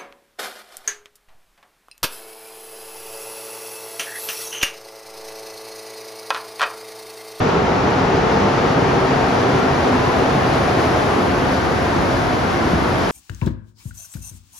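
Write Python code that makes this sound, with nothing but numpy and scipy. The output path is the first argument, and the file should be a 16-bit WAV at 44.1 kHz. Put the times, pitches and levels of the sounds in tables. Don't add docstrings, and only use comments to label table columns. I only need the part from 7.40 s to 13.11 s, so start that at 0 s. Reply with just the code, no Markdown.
import sys
import numpy as np
from scipy import signal
from scipy.fft import next_fast_len
from scipy.io import wavfile
from scipy.ndimage import uniform_filter1d

SR = 44100
rng = np.random.default_rng(int(sys.argv[2]) if len(sys.argv) > 2 else 0)


def persist_wave(psi):
    counts = np.round(np.clip(psi, -1, 1) * 32767).astype(np.int16)
    wavfile.write(sys.argv[1], SR, np.atleast_2d(counts).T)


N = 251811
TIME = np.arange(N) / SR
FREQS = np.maximum(np.arange(N // 2 + 1) * SR / N, 1)

# time in seconds, boom in dB, floor shake in dB, spread of the bell-shaped swell in seconds.
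BOGIES = [(3.85, -27.5, -32, 0.083), (4.5, -32, -35, 0.14), (5.332, -23.5, -29, 0.1)]
BRIGHTEST_S = 4.33
CHANGES_PER_S = 7


def from_db(db):
    return 10 ** (np.asarray(db) / 20)


def over_pitch(rows):
    hz, *columns = np.transpose(rows)
    return [np.interp(np.log(FREQS), np.log(hz), column) for column in columns]


def stage(middle_s, length_s):
    return .5 + .5 * np.sin(np.pi * np.clip((TIME - middle_s) / length_s, -.5, .5))


def swell(at_s, spread_s):
    return np.exp(-.5 * ((TIME - at_s) / spread_s) ** 2)


def drift(rate):
    knots = rng.standard_normal(2000)
    return np.interp(TIME * rate, np.arange(len(knots)), knots)


def port_mix(focus):
    # frequency in Hz, likeness 0-1 at full focus, left minus right in dB, left's lead in radians.
    port_rows = [(80, .98, -.4, 0), (125, .97, -.8, .03), (175, .92, -.7, .08), (330, .8, 0, .25),
                 (600, .4, 1.6, .45), (1200, .41, 1.5, .1), (1900, .24, 2.3, 0), (3100, .48, 3.6, .7),
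                 (4400, .57, 3.4, .15), (5100, .49, 4.2, .6), (6100, .65, 2.2, -.3), (7000, .72, 1.5, -1.5),
                 (7900, .98, 0, -2.9), (8600, .98, 0, -3.4), (9800, .7, 0, -4.7), (11200, .85, 0, -6.28),
                 (13500, .75, 0, -7.6)]
    alike, pan_db, lead = over_pitch(port_rows)
    alike = np.clip(focus * alike, 0, .99)
    sides = np.array([[.5], [-.5]])
    port = from_db(sides * pan_db) * np.exp(1j * sides * lead)
    return port * np.sqrt(alike), port * np.sqrt(1 - alike)


def hall_noise(gain, ports):
    size = next_fast_len(N)
    bins = np.minimum(np.arange(size // 2) * N // size, N // 2)
    white = rng.standard_normal((3, size // 2)) + 1j * rng.standard_normal((3, size // 2))
    shared, private = ports
    spectrum = gain[bins] * (shared[:, bins] * white[0] + private[:, bins] * white[1:])
    noise = np.fft.ifft(spectrum, size)[:, :N]
    return noise / np.std(noise.real.mean(axis=0))


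def broadband(spectrum, ports):
    low_hz, high_hz = spectrum[0][0], spectrum[-1][0]
    ends = np.minimum(1, np.minimum(FREQS / low_hz, high_hz / FREQS)) ** 4
    return hall_noise(ends * from_db(over_pitch(spectrum)[0]), ports).real


def resonance(hz, width_hz):
    return 1 / (1 + ((FREQS - hz) / width_hz) ** 2 * 2)


def steadied(x, seconds, share):
    power = uniform_filter1d(np.mean(x ** 2, axis=0), max(int(seconds * SR), 1))
    relative_power = np.maximum(power / power.mean(), 1e-6)
    return x * relative_power ** (-np.clip(share, 0, 1) / 2)


def gliding_band(centre_hz, offset_hz, width_hz, ports):
    glide = np.exp(2j * np.pi * np.cumsum(offset_hz) / SR)
    return (hall_noise(resonance(centre_hz, width_hz), ports) * glide).real


def smeared_note(hz, ports, width_hz):
    note = gliding_band(hz.mean(), hz - hz.mean(), width_hz, ports)
    return steadied(note, seconds=0.21, share=1.0)


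def clean_note(hz, wander_hz, waver_db):
    phase = 2 * np.pi * np.cumsum(hz + wander_hz * drift(rate=9)) / SR
    at_ports = phase + 0.39 * np.array([drift(rate=5), drift(rate=5)])
    return np.sqrt(2) * from_db(waver_db * drift(rate=6.16)) * np.cos(at_ports)


def narrow_swells(rows, wander_hz):
    return sum(from_db(level_db) * swell(at, spread_s) * clean_note(hz, wander_hz, waver_db=2)
               for at, hz, level_db, spread_s in rows)


def tyres(ports, arrived):
    # frequency in Hz, relative level in dB per Hz.
    rumble_spectrum = [(15, -28), (30, -20), (45, -4), (65, 0.5), (90, 2), (120, -4), (180, -10),
                       (400, -67)]
    drum_spectrum = [(50, -43), (90, -8.5), (130, -0.5), (200, -2.5), (300, -3), (400, -11.5), (600, -17.5),
                     (1200, -63.5)]
    rumble_db = -30 + 0.9 * arrived + 1 * drift(CHANGES_PER_S)
    drum_db = -23.5 - 2 * arrived + 0.6 * drift(CHANGES_PER_S)
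    rumble = from_db(rumble_db) * steadied(broadband(rumble_spectrum, ports), seconds=0.19, share=1.0)
    drum = from_db(drum_db) * steadied(broadband(drum_spectrum, ports), seconds=0.17, share=0.98)
    return rumble + drum


def early_echoes(x, arrived):
    # delay in ms with the train far off, delay in ms with it alongside, level in dB.
    echo_rows = [(4.1, 5.5, -31.5), (8.3, 11, -17.5), (17, 21, -20)]
    out = x
    for far_ms, near_ms, echo_db in echo_rows:
        late_s = (far_ms + (near_ms - far_ms) * arrived) / 1000
        out = out + from_db(echo_db) * np.array([np.interp(TIME - late_s, TIME, side) for side in x])
    return out


def treads(ports, arrived, emerged, screened):
    # frequency in Hz, relative level in dB per Hz.
    roar_spectrum = [(120, -28), (250, -11), (370, 1.5), (490, 0), (570, -1.5), (680, 0), (950, -2.5),
                     (1150, -4), (1400, -7), (1750, -9.5), (2100, -12.5), (2800, -18.5), (4000, -33),
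                     (8000, -66)]
    gap_spectrum = [(200, 1), (400, 2), (550, 4), (700, 3.5), (900, 6), (1150, 0), (1500, 3.5),
                    (1850, -3.5), (2200, -5), (3000, -21), (5000, -44)]
    roar_db = -21 + 0.91 * emerged - 1.84 * screened
    ahead = steadied(broadband(roar_spectrum, ports), seconds=0.17, share=0.39)
    beside = steadied(broadband(gap_spectrum, port_mix(focus=0.078)), seconds=0.14, share=.5)
    beside_share = np.clip(0.26 * arrived ** 2, 0, 1)
    roar = np.sqrt(1 - beside_share) * ahead + np.sqrt(beside_share) * beside
    flutter_db = 0.17 * drift(rate=24)
    return from_db(roar_db + flutter_db) * early_echoes(roar, arrived)


def vault(ports, in_hall, screened):
    resonances = [(120, -7, 44, -29, -30, -41), (155, -9, 44, -27, -35, -41.5),
                  (267, 0, 42, -31, -33.5, -31), (442, 0, 40, -28, -41, -40),
                  (474, -5, 52, -30, -30, -37.5), (640, -5, 47, -34, -32.5, -36),
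                  (734, -5, 46, -28.5, -29.5, -36), (778, -36, 83, -30, -32.5, -36),
                  (922, 10, 56, -34, -40, -38.5), (1265, -28, 98, -33, -36, -44)]
    trim_db = -2.5
    out = 0
    for hz, glide_hz_per_s, width_hz, tunnel_db, hall_db, near_db in resonances:
        band = gliding_band(hz, glide_hz_per_s * (TIME - TIME.mean()), width_hz, ports)
        ringing = steadied(band, seconds=0.23, share=0.53)
        far_db = tunnel_db + (hall_db - tunnel_db) * in_hall
        level_db = far_db + (near_db - far_db) * screened + trim_db
        out = out + from_db(level_db) * ringing
    return out


def gears(ports):
    hz = 398.6 - 9.7 * TIME
    faded = stage(middle_s=2.9, length_s=1)
    line = from_db(-32.5 - 12 * faded) * clean_note(hz, wander_hz=4.99, waver_db=2)
    many = from_db(-30.5 - 2 * faded) * smeared_note(hz, ports, width_hz=35)
    return line + many


def tyre_hum(ports, in_hall, screened, second_car):
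    hz = 266.3 - 3.2 * TIME
    hum_db = -33.5 + 2.5 * in_hall - 2.5 * screened + 5 * second_car
    line_db = -37 + 3.5 * in_hall - 5.5 * screened
    many = from_db(hum_db) * smeared_note(hz, ports, width_hz=32)
    return many + from_db(line_db) * clean_note(hz, wander_hz=5.02, waver_db=2)


def drive(ports):
    # multiple of the base pitch, level in dB.
    partials = [(2, -43.5), (3, -44.5), (4, -50), (5, -48)]
    hz = 368.3 - .9 * TIME
    return sum(from_db(level_db) * smeared_note(k * hz, ports, width_hz=5.5 * k) for k, level_db in partials)


def shoes(ports, emerged, screened, second_car):
    # frequency in Hz, relative level in dB per Hz.
    hiss_spectrum = [(1000, -23), (2000, -2), (3000, 3), (4000, 1), (5000, -0.5), (6000, -4), (7500, -11),
                     (10000, -98), (14000, -47)]
    sizzle_spectrum = [(4000, -22), (6500, -3), (7800, 3), (9000, .3), (10200, -2.5), (11500, -9.5),
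                       (13000, -20)]
    fine_spectrum = [(8800, -8), (9400, 2), (11200, -.5), (14000, -11)]
    speed_m_per_s = 17.3
    air_db_per_m, fine_air_db_per_m = -0.1072, -0.09
    distance_m = speed_m_per_s * np.maximum(BRIGHTEST_S - TIME, 0)
    at_bogie = sum(swell(at, spread_s) for at, _, _, spread_s in BOGIES)

    hiss_db = -37.1 + 1.72 * emerged + screened * (-0.7 + 0.2 * at_bogie)
    sizzle_db = -50 - 1 * (1 - emerged) + air_db_per_m * distance_m
    sizzle_db = sizzle_db + screened * (-3.5 + 0.5 * at_bogie) + 1 * second_car
    contact_db = 0.56 * drift(rate=14)

    hiss = from_db(hiss_db) * broadband(hiss_spectrum, ports)
    fine = from_db(-1.5 + fine_air_db_per_m * distance_m) * broadband(fine_spectrum, ports)
    sizzle = from_db(sizzle_db) * (broadband(sizzle_spectrum, ports) + fine)
    return from_db(contact_db + 0.5 * second_car) * (hiss + sizzle)


def roar_swells():
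    # time in seconds, pitch in Hz, level in dB, spread of the swell in seconds.
    swell_rows = [(.17, 183.7, -28.5, .08), (.7, 390, -25.5, 0.04), (.88, 444, -28, 0.071),
                  (1.0, 200, -25.5, .07), (1.38, 127.7, -26, 0.075), (1.73, 259.4, -25.5, 0.037),
                  (2.12, 259, -25.5, 0.085), (2.21, 379, -28, .07), (2.53, 249.6, -24, 0.049),
                  (3.03, 132.5, -25.5, 0.079), (3.54, 252.3, -28.5, 0.12), (5.35, 66.2, -28, .06)]
    return narrow_swells(swell_rows, wander_hz=3.06)


def surges(ports):
    # time in seconds, level in dB, spread of the swell in seconds.
    surge_rows = [(0.166, -26.5, 0.022), (.48, -24, .02), (1.003, -28, 0.029), (1.39, -23, 0.033),
                  (1.73, -22.5, .025), (2.128, -24, 0.03), (2.982, -25, 0.042), (3.562, -26, 0.027),
                  (5.25, -30, 0.025)]
    # frequency in Hz, relative level in dB per Hz.
    surge_spectrum = [(70, -2), (130, 2), (260, 2), (480, -1), (900, -9), (1400, -28)]
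    level = sum(from_db(level_db) * swell(at, spread_s) for at, level_db, spread_s in surge_rows)
    return level * steadied(broadband(surge_spectrum, ports), seconds=0.071, share=.9)


def guide_rails():
    # time in seconds, pitch in Hz, level in dB, spread of the swell in seconds.
    singing_rows = [(.9, 1340, -38, .18), (1.0, 900, -30, .09), (2.19, 1386, -33.5, 0.088),
                    (2.64, 1001, -32.5, 0.13), (3.85, 729, -32, .06), (4.89, 729, -29.5, .08)]
    return narrow_swells(singing_rows, wander_hz=4)


def hollow(ports):
    hz = 540 + 95 * (TIME - BRIGHTEST_S)
    return from_db(-32.5) * swell(BRIGHTEST_S, spread_s=0.51) * smeared_note(hz, ports, width_hz=42)


def draught(screened):
    # frequency in Hz, relative level in dB per Hz.
    draught_spectrum = [(25, -12), (50, -5), (85, 4), (130, -5), (180, -10), (300, -19)]
    level_db = -38 + 1 * drift(CHANGES_PER_S)
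    return from_db(level_db) * screened * broadband(draught_spectrum, port_mix(focus=0))


def bogies(ports):
    # frequency in Hz, relative level in dB per Hz.
    boom_spectrum = [(70, -8), (115, -9), (170, 1), (215, 1), (300, 0), (380, -7), (700, -32)]
    shake_spectrum = [(30, -18), (45, -12), (63, -4), (80, 5), (110, -12)]
    shake_lag_s = 0.028
    boom = sum(from_db(boom_db) * swell(at, spread_s) for at, boom_db, _, spread_s in BOGIES)
    shake = sum(from_db(shake_db) * swell(at + shake_lag_s, spread_s) for at, _, shake_db, spread_s in BOGIES)
    return sum(level * steadied(broadband(spectrum, ports), seconds=0.16, share=0.83)
               for level, spectrum in ((boom, boom_spectrum), (shake, shake_spectrum)))


def scene():
    # time in seconds, share 0-1.
    arrival_rows = [(0, 0), (2, 0.16), (3.75, 0.46), (4.15, 1), (5.7, 0.89)]
    arrived = np.interp(TIME, *np.transpose(arrival_rows))
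    emerged = stage(middle_s=0.59, length_s=0.54)
    in_hall = stage(middle_s=1.57, length_s=2.2)
    screened = stage(middle_s=3.91, length_s=0.62)
    second_car = stage(middle_s=5.45, length_s=.3)
    ports = port_mix(focus=1)

    rolling = tyres(ports, arrived) + treads(ports, arrived, emerged, screened) + vault(ports, in_hall, screened)
    notes = gears(ports) + tyre_hum(ports, in_hall, screened, second_car) + drive(ports)
    hissing = shoes(ports, emerged, screened, second_car)
    brief = roar_swells() + surges(ports) + guide_rails()
    passing = hollow(ports) + draught(screened) + bogies(ports)
    return rolling + notes + hissing + brief + passing


def record(dry):
    top_cut = signal.ellip(10, .1, 80, 13900, fs=SR, output="sos")
    fade_in = np.minimum(TIME / .004, 1)
    return signal.sosfilt(top_cut, dry * fade_in)


dry = scene()
out = record(dry)
persist_wave(out)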